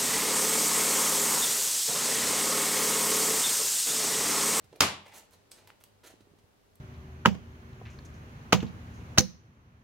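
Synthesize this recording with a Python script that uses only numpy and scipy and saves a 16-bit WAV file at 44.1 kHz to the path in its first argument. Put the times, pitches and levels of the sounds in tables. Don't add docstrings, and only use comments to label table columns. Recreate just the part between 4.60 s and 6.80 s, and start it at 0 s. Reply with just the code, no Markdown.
import sys
import numpy as np
from scipy import signal
from scipy.fft import rfft, irfft, next_fast_len
from scipy.io import wavfile
from scipy.ndimage import map_coordinates

SR = 44100
rng = np.random.default_rng(int(sys.argv[2]) if len(sys.argv) > 2 else 0)


def wav_out(sig):
    wavfile.write(sys.argv[1], SR, np.round(np.clip(np.atleast_2d(sig).T, -1, 1) * 32767).astype(np.int16))


def nominal_scale(level):
    x = np.asarray(level, float) / 20
    return 10 ** x


N = 97020

# freq_hz [Hz], level_db [dB]
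BOARD_COLOUR = [(200, -7.5), (450, -0.5), (900, -4.5), (2000, -8), (4000, -10), (8000, -17), (16000, -37)]


def unit(x):
    return x / np.sqrt(np.mean(x ** 2) + 1e-20)


def along(points, hz):
    f, v = np.transpose(points)
    return np.interp(np.log(hz + 1), np.log(f + 1), v)


def filtered(x, response):
    m = next_fast_len(x.shape[-1] + 8192)
    spectrum = rfft(x, m) * response(np.fft.rfftfreq(m, 1 / SR))
    return irfft(spectrum, m)[..., :x.shape[-1]]


def causal(points, size=2048):
    cepstrum = irfft(np.log(nominal_scale(along(points, np.fft.rfftfreq(size, 1 / SR)))), size)
    cepstrum[1:size // 2] *= 2
    cepstrum[size // 2 + 1:] = 0
    pulse = irfft(np.exp(rfft(cepstrum)), size)
    return pulse / np.linalg.norm(pulse)


def pair(spectrum, alike, size):
    def response(hz):
        angle = np.arccos(np.clip(along(alike, hz), -1, 1)) / 2
        return nominal_scale(along(spectrum, hz)) * [np.cos(angle), np.sin(angle)]

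    mid, side = filtered(rng.standard_normal((2, size)), response)
    return unit(np.array([mid + side, mid - side]))


def left_lag(hz, lag_s):
    return np.exp(1j * np.pi * hz * [[-lag_s], [lag_s]])


def room(x):
    # freq_hz [Hz], t60_s [s]
    decay_times = [(100, 0.45), (500, 0.37), (1000, 0.45), (1600, 0.33), (3000, 0.43), (5000, 0.32),
                   (10000, .25), (16000, 0.15)]
    # freq_hz [Hz], likeness [-1 to 1]
    tail_likeness = [(100, 1), (400, 0.93), (1000, 0.16), (4000, 0.15)]
    build_s = 0.0031
    hz, t, z = signal.stft(pair([(100, 0)], tail_likeness, SR), SR, nperseg=256)
    decay = nominal_scale(-60 * t / np.abs(along(decay_times, hz))[:, None])
    tail = signal.istft(z * decay, SR, nperseg=256)[1]
    tail = tail * (1 - np.exp(-np.arange(tail.shape[1]) / SR / build_s))
    return signal.fftconvolve(x[None], tail / np.linalg.norm(tail[0]), axes=1)[:, :N]


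def grit(size):
    grains_per_s, grain_db = 7000, 2.5
    chance, luck = rng.random((2, size))
    spikes = (chance < grains_per_s / SR) * nominal_scale(-grain_db * np.log(luck + 1e-9))
    return unit(rng.standard_normal(size) * (.6 + spikes))


def stroke(t, start_s, rise_s, hold_s):
    fall_s = .011
    rise = np.clip((t - start_s) / rise_s, 0, 1)
    return rise * np.exp(-np.clip(t - start_s - rise_s - hold_s, 0, None) / fall_s)


def slip():
    t = np.arange(256) / SR
    return (.22 * rng.standard_normal(256) - (t == 0)) * np.exp(-t / .0004)


def snap():
    # start_s [s], peak_db [dB]
    slip_times = [
        (.2046, -30),
        (.2059, -13),
        (.2075, -4),
        (.2083, -12),
        (.209, -10),
        (.2094, -15),
        (.2098, -14),
        (.2106, -15),
        (.2110, -12),
        (.2119, -18),
    ]
    # start_s [s], left_db [dB], right_db [dB]
    wall_replies = [
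        (.2152, -14, -17),
        (.2171, -13, -11),
        (.2189, -15, -11),
        (.2208, -15, -13),
        (.2222, -15, -12),
        (.2235, -13, -12),
        (.2255, -16, -14),
        (.2337, -18, -17),
        (.2378, -18, -21),
    ]
    # freq_hz [Hz], level_db [dB]
    left_colour = [(30, -45), (90, -24), (700, -7), (1200, 0), (2300, -7.5), (3100, 0.5), (4200, -4.5),
                   (6200, -6), (9000, -10), (15500, -24)]
    # freq_hz [Hz], level_db [dB]
    right_colour = [(30, -45.5), (90, -24), (700, -8.5), (1300, -3.5), (2500, -8), (4000, -3), (6000, 3),
                    (8000, -13), (11800, -8.5), (15500, -24)]
    # freq_hz [Hz], level_db [dB]
    wall_colour = [(60, -24), (300, -7.5), (1000, 2), (1900, 5.5), (3200, 1.5), (5000, -7), (10000, -29.5),
                   (16000, -43.5)]
    # freq_hz [Hz], level_db [dB]
    far_colour = [(40, -33.5), (90, -3.5), (250, -5), (600, -5.5), (1200, -2), (3000, -6), (6500, -8),
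                  (15500, -19)]
    # freq_hz [Hz], level_db [dB], t60_s [s]
    box_modes = [(87.4, -8, 0.48), (151.6, 1.5, 0.073), (198.8, -9, 0.45), (287.3, 0, 0.18),
                 (450, 2.5, 0.1)]
    snap_db, wall_db, box_db, room_db = 12, 7, -28, 8
    lag_s, room_delay_s = .000025, 0.0044

    t, start = np.arange(SR // 2) / SR, round(slip_times[2][0] * SR)
    slips, echoes = np.zeros(N), np.zeros((2, N))
    for s, db in slip_times:
        slips[round(s * SR):][:256] += nominal_scale(db + snap_db) * slip()
    for s, left_db, right_db in wall_replies:
        echoes[:, round(s * SR):][:, :256] += nominal_scale([[left_db], [right_db]]) * nominal_scale(wall_db) * slip()

    ports = [causal(left_colour), nominal_scale(1) * causal(right_colour)]
    crack = signal.fftconvolve(slips[None], ports, axes=1)[:, :N]
    near = filtered(crack, lambda hz: left_lag(hz, lag_s))
    walls = signal.fftconvolve(echoes, causal(wall_colour)[None], axes=1)[:, :N]

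    ringing = sum(nominal_scale(db - 60 * t / t60) * np.sin(2 * np.pi * hz * t) for hz, db, t60 in box_modes)
    boom = np.zeros(N)
    boom[start:][:len(t)] = nominal_scale(box_db) * (1 - np.exp(-t / 0.0013)) * ringing

    far = np.pad(causal(far_colour), (start + round(room_delay_s * SR), N))[:N]
    return near + walls + boom + nominal_scale(room_db) * room(far)


def ticks():
    # start_s [s], length_s [s], board_db [dB], tape_db [dB], tape_hz [Hz]
    catches = [(0.041, 0.011, -64.5, -65.5, 7300), (0.0576, 0.0075, -74, -73.5, 8100),
               (0.127, 0.0043, -55.5, -66.5, 3600), (0.158, 0.0064, -56, -56.5, 9000),
               (0.4623, 0.0029, -47.5, -61, 9700), (.4805, 0.0039, -62, -65.5, 10120),
               (0.7084, 0.0038, -62.5, -62, 10070), (0.7334, 0.0058, -69.5, -59.5, 9600),
               (0.9118, 0.0041, -62, -51, 8040), (0.9159, 0.0092, -61.5, -48, 6040),
               (0.9758, 0.048, -62, -73, 5100), (1.0732, 0.0038, -49.5, -52, 12000),
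               (1.104, 0.0012, -52, -55.5, 7140), (1.2035, .006, -65, -65.5, 12000),
               (1.209, .012, -61.5, -64, 12050), (1.2374, 0.0034, -54.5, -45, 12600),
               (1.6055, 0.0089, -65, -63, 3200), (1.7866, .009, -65.5, -71, 5050),
               (2.1545, 0.0031, -66.5, -52.5, 12500)]
    tape_q = 1.1
    out, t, board = np.zeros(N + SR), np.arange(4096) / SR, causal(BOARD_COLOUR)
    for s, length, board_db, tape_db, tape_hz in catches:
        def tape(f):
            return 1j * f / (tape_hz ** 2 - f * f + 1j * f * tape_hz / tape_q)

        shape = (1 - np.exp(-t / .0004)) * np.exp(-t / length)
        dull = signal.fftconvolve(grit(len(t)) * shape, board)[:len(t)]
        ring = unit(filtered(grit(len(t)), tape)) * shape
        out[round(s * SR):][:len(t)] += nominal_scale(board_db) * dull + nominal_scale(tape_db) * ring
    return out[:N]


def scrapes():
    # start_s [s], rise_s [s], hold_s [s], board_db [dB], tape_db [dB]
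    claw_strokes = [
        (0.12, 0.0028, 0.024, -78, -82.5),
        (0.492, 0.062, 0.024, -60, -74.5),
        (0.532, 0.012, 0.048, -64.5, -55.5),
        (0.713, 0.0078, 0.024, -65.5, -67.5),
        (0.922, 0.0053, 0.065, -65.5, -69.5),
        (1.069, 0.0042, 0.02, -72, -72),
        (1.432, 0.0089, 0.0156, -55.5, -63),
        (1.458, 0.013, 0.0065, -57, -57.5),
        (1.495, 0.0073, 0.01, -62.5, -66),
    ]
    # freq_hz [Hz], level_db [dB]
    tape_colour = [(1000, -24.5), (3000, -5), (5200, -9.5), (6000, 2), (7600, -2), (9200, -3),
                   (10200, -0.5), (12500, -3.5), (15500, -7.5)]
    t, board, tape = np.arange(N) / SR, np.zeros(N), np.zeros(N)
    for s, rise, hold, board_db, tape_db in claw_strokes:
        shape = stroke(t, s, rise, hold)
        board += nominal_scale(board_db) * shape
        tape += nominal_scale(tape_db) * shape
    dull = signal.fftconvolve(board * grit(N), causal(BOARD_COLOUR))[:N]
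    return dull + signal.fftconvolve(tape * grit(N), causal(tape_colour))[:N]


def rubs():
    # start_s [s], rise_s [s], hold_s [s], level_db [dB]
    flap_rubs = [
        (0.453, 0.0041, 0.013, -57.5),
        (.479, .004, 0.011, -61.5),
        (0.512, .008, .025, -58.5),
        (.545, .005, 0.035, -65),
        (1.029, 0.0075, 0.013, -71),
        (1.073, .003, 0.018, -63),
    ]
    # freq_hz [Hz], width_hz [Hz], level_db [dB]
    flap_modes = [(887, 162, 1.5), (2000, 830, -6.5)]

    def flap(f):
        return sum(nominal_scale(db) * 1j * f * w / (c * c - f * f + 1j * f * w) for c, w, db in flap_modes)

    t = np.arange(N) / SR
    level = sum(nominal_scale(db) * stroke(t, s, rise, hold) for s, rise, hold, db in flap_rubs)
    return level * unit(filtered(grit(N), flap))


def swings(rows):
    onset_cycles = .15
    out, t = np.zeros(N + SR), np.arange(4096) / SR
    for s, db, hz, cycles in rows:
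        shape = np.exp(-t * hz / cycles) * (1 - np.exp(-t * hz / onset_cycles))
        out[round(s * SR):][:len(t)] += nominal_scale(db) * np.sin(2 * np.pi * hz * t) * shape
    return out[:N]


def nudges():
    # start_s [s], peak_db [dB], pitch_hz
    # [Hz], decay_cycles [cycles]
    pushes = [(.041, -47.5, 101, 1), (.113, -55, 134, 1.5), (.1272, -43, 416, 1.2),
              (.1297, -38.5, 520, 0.57), (.1335, -49, 910, 2.2), (.1358, -47, 494, 1.5),
              (.1402, -38, 423, 0.64), (.147, -54, 437, 1.5), (.154, -45, 504, 0.91),
              (.1605, -45, 450, 1.6), (.1635, -54, 506.7, 1.5), (.1705, -48.5, 610, 2.3),
              (.183, -53, 479.7, 1.3), (.1885, -48, 421.6, 1), (.2352, -19, 1119, 4),
              (1.1027, -37, 1400, 0.81), (1.103, -37.5, 2500, 1.2), (1.539, -40, 320, .8),
              (1.6068, -42, 290, 0.66), (1.62, -52.5, 117.4, 1.05), (1.671, -45.5, 310.5, .7),
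              (1.7155, -46, 149, .8), (1.7365, -45, 310, .7), (1.785, -53.5, 239.2, 1.03),
              (1.838, -50, 95, .9)]
    return swings(pushes)


def clicks():
    # start_s [s], peak_db [dB], pitch_hz [Hz], decay_cycles [cycles]
    flicks = [
        (.7346, -54.5, 4150, 4.8),
        (.9164, -35.5, 8190, 6.5),
        (.9169, -40, 4900, 3.3),
        (.9171, -46, 2020, 1.5),
        (1.2388, -53, 3300, 3.9),
        (1.2392, -54, 4500, 5),
        (1.4691, -50.5, 4350, 3.7),
    ]
    return swings(flicks)


def background():
    # freq_hz [Hz], level_db [dB]
    hiss_colour = [(15, -23), (32, -1), (60, -4.5), (150, -7.5), (450, -12), (800, -14.5), (1400, -19.5),
                   (8000, -30.5), (15800, -31)]
    # freq_hz [Hz], likeness [-1 to 1]
    hiss_likeness = [(60, 0.61), (240, 0.085), (950, -0.17), (3770, 0.066), (15000, -0.59)]
    # time_s [s], level_db [dB]
    stir_level = [(0.0, -71), (0.26, -68.5), (2.2, -85)]
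    # freq_hz [Hz], width_hz [Hz], level_db [dB]
    hum_bands = [(210, 4.3, -82.5), (290, 10, -93.5), (408, 7.3, -78.5), (487, 8, -83), (575, 16, -82.5)]
    # time_s [s], level_db [dB]
    hum_swell = [(0, -66.5), (.6, -75.5), (.68, -78.5), (.78, -64.5), (.88, -74.5), (.97, -80),
                 (1.06, -62.5), (1.19, -75.5), (1.33, -64.5), (1.45, -70.5), (1.8, -66), (1.9, -76.5),
                 (2.05, -75), (2.15, -66.5)]
    hiss_db, stir_db, drone_db, drone_hz, drift_rad = -65, 0.5, -3, 99, 4
    t = np.arange(N) / SR

    def slow(rate_hz):
        return map_coordinates(rng.standard_normal(128), [t * rate_hz])

    def hum_band(hz, width):
        return unit(filtered(rng.standard_normal(N), lambda f: 1 / (1 + ((f - hz) / width) ** 2)))

    hiss = nominal_scale(hiss_db) * pair(hiss_colour, hiss_likeness, N)
    stir = nominal_scale(np.interp(t, *np.transpose(stir_level)) + stir_db + 0.83 * slow(39))
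    stir = stir * pair(BOARD_COLOUR, hiss_likeness, N)
    hum = sum(nominal_scale(db) * hum_band(hz, width) for hz, width, db in hum_bands)
    swell = nominal_scale(np.interp(t, *np.transpose(hum_swell)) + drone_db + 0.94 * slow(8.8))
    drone = swell * np.sqrt(2) * np.sin(2 * np.pi * drone_hz * t + drift_rad * slow(8.6))
    return hiss + hum + drone + stir


def scene():
    right_db, lag_s = 3, .00001
    late_s, late_right_db = 1.5, 3
    tick, scrape, nudge, click, rub = ticks(), scrapes(), nudges(), clicks(), rubs()

    def placed(hz):
        return nominal_scale([[-right_db / 2], [right_db / 2]]) * left_lag(hz, lag_s)

    near = filtered(tick + scrape + nudge + click, placed)
    late = nudge * (np.arange(N) > late_s * SR) * (nominal_scale([[-late_right_db], [0]]) - 1)
    to_room = nominal_scale(-6) * tick + nominal_scale(-4) * scrape + nominal_scale(-16) * nudge + nominal_scale(-3) * click
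    flap = rub + nominal_scale(-1.5) * room(rub)
    return snap() + near + late + room(to_room) + flap + background()


def top_cut(x):
    return signal.sosfilt(signal.butter(12, 16510, fs=SR, output="sos"), x)


def record(dry):
    ceiling, low_hz, top_hz = .75, 68, 15900
    held = dry / (1 + np.abs(dry / ceiling) ** 4) ** (1 / 4)
    mix = filtered(held, lambda hz: (hz < top_hz) * 1j * hz / (low_hz + 1j * hz))
    return top_cut(mix)


dry = scene()
out = record(dry)
wav_out(out)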